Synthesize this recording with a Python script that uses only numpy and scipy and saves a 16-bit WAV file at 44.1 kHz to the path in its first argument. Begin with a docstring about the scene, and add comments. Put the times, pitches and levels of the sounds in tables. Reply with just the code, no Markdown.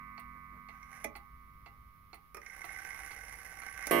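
"""A quiet room, with a stereo pair close to an antique mantel clock that is being set forward to the hour.
The pendulum's escapement ticks, a finger rubs as it pushes the minute hand, and the coiled gong still
rings from an earlier stroke. The strike train runs briefly and is caught by the warning lever;
at the hour it is released, the gears whirr and lift the hammer, and the gong is struck."""
import sys
import numpy as np
from scipy import signal
from scipy.fft import rfft, irfft, next_fast_len
from scipy.io import wavfile

SR = 44100
rng = np.random.default_rng(int(sys.argv[2]) if len(sys.argv) > 2 else 0)


def waveform_to_disk(signal):
    """Save audio, clipped to [-1, 1], as 16-bit WAV at the path in sys.argv[1]."""
    frames = np.transpose(np.atleast_2d(signal))
    scaled = np.clip(frames, -1, 1) * 32767
    samples = np.round(scaled).astype(np.int16)
    wavfile.write(sys.argv[1], SR, samples)


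N = 176400

# Hammer strokes on the gong. Each row: time in seconds (negative is earlier), gain in dB.
STROKES = [(-2.5, -2), (3.9098, 0)]


def amp(db):
    """Decibels to gain."""
    return 10 ** (np.asarray(db) / 20)


def unit(x):
    """Scale to rms 1."""
    return x / np.sqrt(np.mean(x ** 2) + 1e-20)


def along(points, hz):
    """Read (Hz, value) points on a log frequency axis."""
    freqs, values = np.transpose(points)
    return np.interp(np.log(hz + 1), np.log(freqs + 1), values)


def curve(points):
    """Join (seconds, value) points, one value per sample."""
    return np.interp(np.arange(N) / SR, *np.transpose(points))


def swells(rows):
    """Bell-shaped gain from (centre in seconds, half length in seconds, dB) rows."""
    t = np.arange(N) / SR
    return sum(amp(db) * np.exp(-((t - centre) / half) ** 2) for centre, half, db in rows)


def sides(pan_db):
    """Left and right gains of mean power 1; a positive pan leans left."""
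    gains = amp(np.array([pan_db, -pan_db]) / 2)
    return gains / np.sqrt(np.mean(gains ** 2, axis=0))


def filtered(x, response):
    """Pass x through a complex frequency response."""
    n = x.shape[-1]
    size = 2 * next_fast_len(n // 2 + SR // 16)
    return irfft(rfft(x, size) * response(np.fft.rfftfreq(size, 1 / SR)), size)[..., :n]


def colour(points):
    """Minimum-phase response with the gain of (Hz, dB) points."""
    def response(hz):
        cepstrum = irfft(np.log(amp(along(points, hz))))
        half = len(cepstrum) // 2
        return np.exp(rfft(np.r_[cepstrum[0], 2 * cepstrum[1:half], np.zeros(half)]))
    return response


def body(modes):
    """Response of (Hz, width in Hz, dB) resonances, summed with alternating signs."""
    return lambda hz: sum((-1) ** k * amp(db) * 1j * hz * width / (centre**2 - hz**2 + 1j * hz * width)
                          for k, (centre, width, db) in enumerate(modes))


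def contact(start, db, response, t60, scrape):
    """A blow and its scrape, dying in t60 seconds, through a response; db is the level over 10 ms."""
    t = np.arange(SR // 6) / SR
    friction = rng.standard_normal(len(t)) * amp(-60 * t / t60)
    push = scrape * friction / np.linalg.norm(friction) + (t == 0)
    ring = filtered(push, response)
    out = np.zeros(N + SR)
    out[round(start * SR):][:len(t)] = amp(db) * ring / np.linalg.norm(ring) * np.sqrt(SR / 100)
    return out[:N]


def background():
    """Room tone: a low wavering rumble, nearly mono, and a faint wide hiss."""
    # Two spectra. Each row: frequency in Hz, relative level in dB.
    rumble_tone = [(20, -10), (34, -19.5), (49, 4), (72, -8), (120, -16), (250, -32.5), (500, -40),
                   (2000, -69)]
    hiss_tone = [(100, 13.5), (500, -5.5), (1400, -3.5), (2300, -4.5), (3500, -11), (5500, -14.5),
                 (7800, -24), (11000, -8), (15500, -6)]
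    # The rumble's rise and fall. Each row: time in seconds, level in dB.
    rumble_level = [(0, -61), (.95, -62.5), (1.3, -56.5), (1.9, -58), (2.3, -67), (2.8, -60.5), (4, -59)]
    narrow_noise = rng.standard_normal(N) + 0.16 * rng.standard_normal((2, N))
    rumble = unit(filtered(narrow_noise, colour(rumble_tone)))
    hiss = unit(filtered(rng.standard_normal((2, N)), colour(hiss_tone)))
    return amp(curve(rumble_level)) * rumble + amp(-67) * sides(pan_db=-0.5)[:, None] * hiss


def room(x):
    """The walls return a short diffuse tail, different at each microphone."""
    # Reverberation. Each row: frequency in Hz, seconds to fall 60 dB.
    decay = [(200, 0.33), (2000, 0.17), (4500, 0.14), (12000, 0.078)]
    hz, t, noise = signal.stft(rng.standard_normal((2, SR // 2)), SR, nperseg=256)
    tail = signal.istft(noise * amp(-60 * t / along(decay, hz)[:, None]), SR, nperseg=256)[1]
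    return signal.fftconvolve(x[None], tail / np.linalg.norm(tail[0]), axes=1)[:, :N]


def finger():
    """Skin rubs in soft swells as a finger pushes the minute hand."""
    # Rubs. Each row: centre in seconds, half length in seconds, level in dB.
    rubs = [(0.368, 0.037, -65), (0.549, 0.053, -63.5)]
    # Skin friction. Each row: frequency in Hz, relative level in dB.
    skin_tone = [(100, 4), (300, -2), (420, -6), (600, -11.5), (1500, -3.5), (3000, -35), (9000, -33)]
    return swells(rubs) * unit(filtered(rng.standard_normal(N), colour(skin_tone)))


def escapement():
    """Each beat rings the plates and the escape wheel, then a pallet lands with a brighter click."""
    # Each row: start in seconds, plate and wheel levels in dB, pallet delay in seconds, its level in dB.
    beats = [(.178, -48.5, -60, 0.018, -56.5), (.687, -47.5, -69, 0.0042, -70),
             (1.1535, -43.5, -61, 0.0086, -53), (1.661, -50, -68, 0.012, -75),
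             (2.131, -47.5, -57, 0.013, -54.5), (2.642, -43, -68, 0.0092, -51.5),
             (3.112, -46, -60, 0.0044, -67), (3.62, -47, -73, 0.0042, -60)]
    # Resonances. Each row: frequency in Hz, width in Hz, gain in dB.
    plate_modes = [(352, 58, -7), (692, 23, 0.5), (816, 23.7, 6.5), (1325, 175, -3.5), (2020, 42, 4.5),
                   (2233, 49, 4.5), (2716, 164, -7), (4200, 640, -16.5)]
    wheel_modes = [(4150, 220, -1), (4526, 160, 2.5)]
    # The pallet's click. Each row: frequency in Hz, relative level in dB.
    pallet_tone = [(300, -25), (900, -19), (2300, 3), (4500, -11), (7500, -15.5), (9300, 3.5), (12000, -6),
                   (14500, -2)]
    return sum(contact(start, plate_db, body(plate_modes), t60=0.087, scrape=1.9)
               + contact(start, wheel_db, body(wheel_modes), t60=0.035, scrape=3)
               + contact(start + delay, pallet_db, colour(pallet_tone), t60=0.058, scrape=4.7)
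               for start, plate_db, wheel_db, delay, pallet_db in beats)


def levers():
    """Levers drop, bounce and catch: a thud in the wooden case, their own ring and a dry click."""
    # Each row: start in seconds, then the levels of thud, ring and click in dB.
    landings = [(1.0427, -51, -58, -43.5), (1.0445, -35.5, -56, -43), (1.049, -40.5, -60, -58),
                (2.346, -56.5, -44, -52), (2.369, -55, -44.5, -55), (3.8694, -42, -50, -37.5)]
    # Resonances. Each row: frequency in Hz, width in Hz, gain in dB.
    case_modes = [(229.3, 15, -8), (311, 21, -4), (415.4, 16, -1.5), (574, 11, -1.5), (649, 47, -6),
                  (836, 19, -2), (1310, 990, -27), (2030, 100, -4.5), (2295, 260, -9), (2490, 100, -9.5)]
    lever_modes = [(402, 21, -3.5), (1244, 26, 9), (1890, 280, -13.5), (2140, 200, -11), (2445, 120, -10.5),
                   (5360, 56, -21)]
    # The click. 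Each row: frequency in Hz, relative level in dB.
    click_tone = [(500, -3.5), (2500, -10.5), (4200, -11.5), (6200, 1), (7800, -11), (10500, 3.5),
                  (12500, -7), (15500, -7)]
    return sum(contact(start, thud_db, body(case_modes), t60=0.05, scrape=0.56)
               + contact(start, ring_db, body(lever_modes), t60=0.044, scrape=1.8)
               + contact(start, click_db, colour(click_tone), t60=0.03, scrape=2.1)
               for start, thud_db, ring_db, click_db in landings)


def tooth_impacts():
    """Gear teeth meet unevenly and chatter in their play, giving a train of impulses."""
    # The train's speed. Each row: time in seconds, teeth per second.
    tooth_rate = [(1.0, 84), (2.4, 63.3), (2.6, 71.4), (3.1, 69), (3.8, 61.8)]
    scatter_s, spread_db, chatter_per_s, chatter_db = 0.0013, 2.6, 1200, -12
    teeth_passed = np.floor(np.cumsum(curve(tooth_rate)) / SR)
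    due = np.flatnonzero(np.diff(teeth_passed))
    lateness, force = np.clip(rng.standard_normal((400, 2)), -2, 2)[:len(due)].T
    onsets = np.clip(due + lateness * scatter_s * SR, 0, N - 1).astype(int)
    chatter = amp(chatter_db) * rng.standard_normal(N) * (rng.random(N) < chatter_per_s / SR)
    return np.bincount(onsets, amp(spread_db * force), N) + chatter


def strike_train():
    """Tooth impacts rattle the gears; the dry pivots fizz with every impact and squeak in bursts."""
    # When the train turns. Each row: start and end in seconds.
    runs = [(.7, 1.05), (2.39, 4.0)]
    # Each row: time in seconds, level in dB.
    rattle_level = [(.7, -66), (.76, -64.5), (.86, -64.5), (.95, -55.5), (1.04, -56.5), (1.06, -80),
                    (2.38, -95), (2.41, -63), (2.5, -55.5), (2.72, -49), (2.92, -48), (3.15, -50.5),
                    (3.4, -52), (3.55, -50.5), (3.7, -47.5), (3.86, -44.5)]
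    fizz_level = [(.7, -82), (.84, -79.5), (.95, -64.5), (1.04, -66), (1.07, -97), (2.38, -74), (2.42, -71),
                  (2.6, -59.5), (3.0, -58), (3.45, -57), (3.62, -59), (3.86, -56), (3.93, -51)]
    # Resonances. Each row: frequency in Hz, width in Hz, gain in dB.
    gear_modes = [(787, 27, -2.5), (1147, 47, -4.5), (1524, 62, 1), (1784, 125, -6), (1981, 125, 2.5),
                  (2121, 167, 1.5), (2824, 485, -17), (3890, 86, -20.5), (5850, 380, -17.5)]
    pivot_modes = [(10280, 72, 0)]
    # Pivot friction. Each row: frequency in Hz, relative level in dB.
    pivot_tone = [(200, -1), (600, 3.5), (1500, 3), (3500, -20), (5700, 3), (7700, -8.5), (9000, 0.5),
                  (10400, 3.5), (12000, -3), (15500, -7.5)]
    # Each row: centre in seconds, half length in seconds, level in dB.
    squeaks = [(2.725, 0.0092, -60), (2.91, 0.02, -60), (3.02, 0.061, -66), (3.37, 0.024, -67),
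               (3.6, 0.013, -61), (3.715, .02, -56.5)]
    impacts = tooth_impacts()
    relax_s = 0.0016  # each impact briefly loads the rubbing surfaces
    load = unit(np.sqrt(signal.lfilter([1], [1, -np.exp(-1 / (relax_s * SR))], impacts ** 2)))
    rattle = unit(filtered(unit(impacts) + 0.69 * load * rng.standard_normal(N), body(gear_modes)))
    grit = (load + 0.11) * rng.standard_normal(N)
    squeak = unit(filtered(grit, body(pivot_modes)))
    fizz = unit(filtered(grit, colour(pivot_tone))) + amp(-10) * squeak
    whirr = amp(curve(rattle_level)) * rattle + amp(curve(fizz_level)) * fizz
    t = np.arange(N) / SR
    turning = sum((t > start) & (t < end) for start, end in runs)
    return turning * (whirr + swells(squeaks) * squeak)


def hard_knocks():
    """Now and then a tooth slams across its play and rings its wheel."""
    # Each row: start in seconds, level in dB.
    knocks = [(.8295, -52), (.929, -53.5), (2.417, -51.5), (2.463, -46), (2.498, -47), (2.53, -48.5),
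              (2.6165, -45), (2.692, -46), (2.763, -47), (2.85, -44), (2.9055, -42), (2.9345, -50),
              (3.094, -49), (3.1625, -48), (3.211, -46.5), (3.452, -45), (3.686, -49), (3.829, -54),
              (3.839, -46)]
    # Resonances. Each row: frequency in Hz, width in Hz, gain in dB.
    wheel_modes = [(1583, 93, -11.5), (2013, 203, 1), (2130, 130, 4), (5900, 280, -18)]
    return sum(contact(start, db, body(wheel_modes), t60=0.023, scrape=0.99) for start, db in knocks)


def hammer():
    """The hammer's short buzz against the coil, and the jangle it leaves."""
    # Two spectra. Each row: frequency in Hz, relative level in dB.
    buzz_tone = [(100, -35), (350, 17.5), (1200, -5), (2200, 3), (4000, -19), (7500, -17), (9000, -21),
                 (10000, 11.5), (11500, -22), (15500, -11)]
    jangle_tone = [(100, -27), (400, -8), (2200, -5), (3200, -15), (5000, -16), (8000, -26), (10000, -8),
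                   (14000, -1), (15500, -22)]
    start, db = STROKES[-1]
    buzz = contact(start, db - 26.5, colour(buzz_tone), t60=0.042, scrape=11)
    jangle = contact(start, db - 43, colour(jangle_tone), t60=0.4, scrape=21.2)
    return buzz + jangle


def gong_modes():
    """The coil has long low modes and brief upper ones spaced as in a stiff rod; each beats with a twin."""
    # Each row: frequency in Hz, level in dB, seconds to fall 60 dB, left over right in dB.
    low_modes = [(156.3, -46, 11, -6), (198.2, -46, 9.8, 8.5), (241.6, -37.5, 7.4, -4),
                 (288, -38.5, 4.3, 4), (341, -31, 3.4, -6), (400, -31.5, 3.1, -7), (458, -36.5, 3.4, -10),
                 (528, -36.5, 3.0, 1), (599, -36.5, 3.4, -3), (676, -30.5, 3.0, -5), (754, -42, 4.3, 1),
                 (840, -43.5, 3.2, -2), (929, -41.5, 4.2, -3), (1018, -42, 8.4, -2),
                 (1115, -31.7, 8.78, -6.5), (1214, -34, 10.4, -16), (1315, -47, 11.5, -3.5),
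                 (1412, -49, 6.5, -11), (1532, -40, 7.2, -14), (1648, -46, 4.6, -2), (1765, -39, 6.2, -27),
                 (1886, -48, 7.6, -10), (2012, -33, 6.76, -21.5), (2141, -36.3, 7.5, -30),
                 (2272, -37.7, 7.7, -30), (2406, -48, 5.6, -7), (2541, -54, 6.2, -2),
                 (2686, -45.5, 4.6, -19), (2832, -41, 3.6, -13), (2982, -45.5, 3.0, -7),
                 (3133, -43.5, 2.8, -16), (3289, -46, 2, -22)]
    # Spacing of the upper modes. Each row: mode number, frequency in Hz.
    ladder = [(0, 3440), (6, 4440), (37, 11619), (49, 15195)]
    # Their strength. Each row: frequency in Hz, relative level in dB.
    upper_level = [(3440, -64), (3770, -56), (4150, -56), (4900, -65), (5500, -58), (6300, -65),
                   (7200, -68), (8200, -59), (9700, -55), (10600, -53), (12200, -47), (14500, -50),
                   (15300, -61)]
    # Their place between the microphones. 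Each row: frequency in Hz, left over right in dB.
    upper_pan = [(3900, 2), (5800, -3), (12000, -8)]
    upper_t60, lift_db, scatter_db = 0.5, 3, 2
    twin_ratio, twin_db = 0.989, -13
    number, rung_hz = np.transpose(ladder)
    upper_hz = np.interp(np.arange(number[-1] + 1), number, np.sqrt(rung_hz)) ** 2
    level_scatter, pan_scatter = scatter_db * rng.standard_normal((len(upper_hz), 2)).T
    levels = lift_db + along(upper_level, upper_hz) + level_scatter
    pans = along(upper_pan, upper_hz) + pan_scatter
    modes = list(low_modes) + [(hz, db, upper_t60, pan) for hz, db, pan in zip(upper_hz, levels, pans)]
    return modes + [(hz * twin_ratio, db + twin_db, t60, pan) for hz, db, t60, pan in modes]


def gong():
    """Each stroke rings the coil's modes, which reach each microphone with their own level and phase."""
    attack_s = 0.0027
    hz, db, t60, pan_db = np.transpose(gong_modes())
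    phase = rng.uniform(0, 2 * np.pi, len(hz))
    left_shift = rng.normal(0, 1, len(hz)) * np.minimum(hz / 800, 1.3)
    at_mics = amp(db) * sides(pan_db) * np.exp(1j * np.array([phase + left_shift, phase]))
    pole = 2j * np.pi * hz - np.log(1000) / t60
    block = int(np.sqrt(N))  # the decaying sines are summed block by block
    within_block = np.exp(np.outer(pole, np.arange(block) / SR))
    out = np.zeros((2, N))
    for start, stroke_db in STROKES:
        t = np.arange(max(round(start * SR), 0), N) / SR - start
        block_starts = at_mics[:, None] * np.exp(np.outer(t[::block], pole))
        ring = (block_starts @ within_block).real.reshape(2, -1)[:, :len(t)]
        out[:, -len(t):] += amp(stroke_db) * ring * (1 - np.exp(-t / attack_s))
    return out


def scene():
    """The movement is nearer the right microphone; the gong and the room tone spread across both."""
    # The movement's balance. 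Each row: frequency in Hz, left over right in dB.
    balance = [(100, -1), (380, -8), (700, -8), (1300, -10), (2300, -15.5), (4400, -9), (8000, -10),
               (15000, -10.5)]
    left_lag_s, room_db = 0.00007, -5.5
    works = escapement() + levers() + strike_train() + hard_knocks() + hammer() + finger()
    direct = filtered(works, lambda hz: np.exp(np.array([[-1j], [1j]]) * np.pi * hz * left_lag_s))
    placed = filtered(direct + amp(room_db) * room(works), lambda hz: sides(along(balance, hz)))
    return placed + gong() + background()


def record(dry):
    """A steep low-pass cuts off the highest treble."""
    top_hz = 15600
    return filtered(dry, lambda hz: 1 / np.sqrt(1 + (hz / top_hz) ** 160))


dry = scene()
out = record(dry)
waveform_to_disk(out)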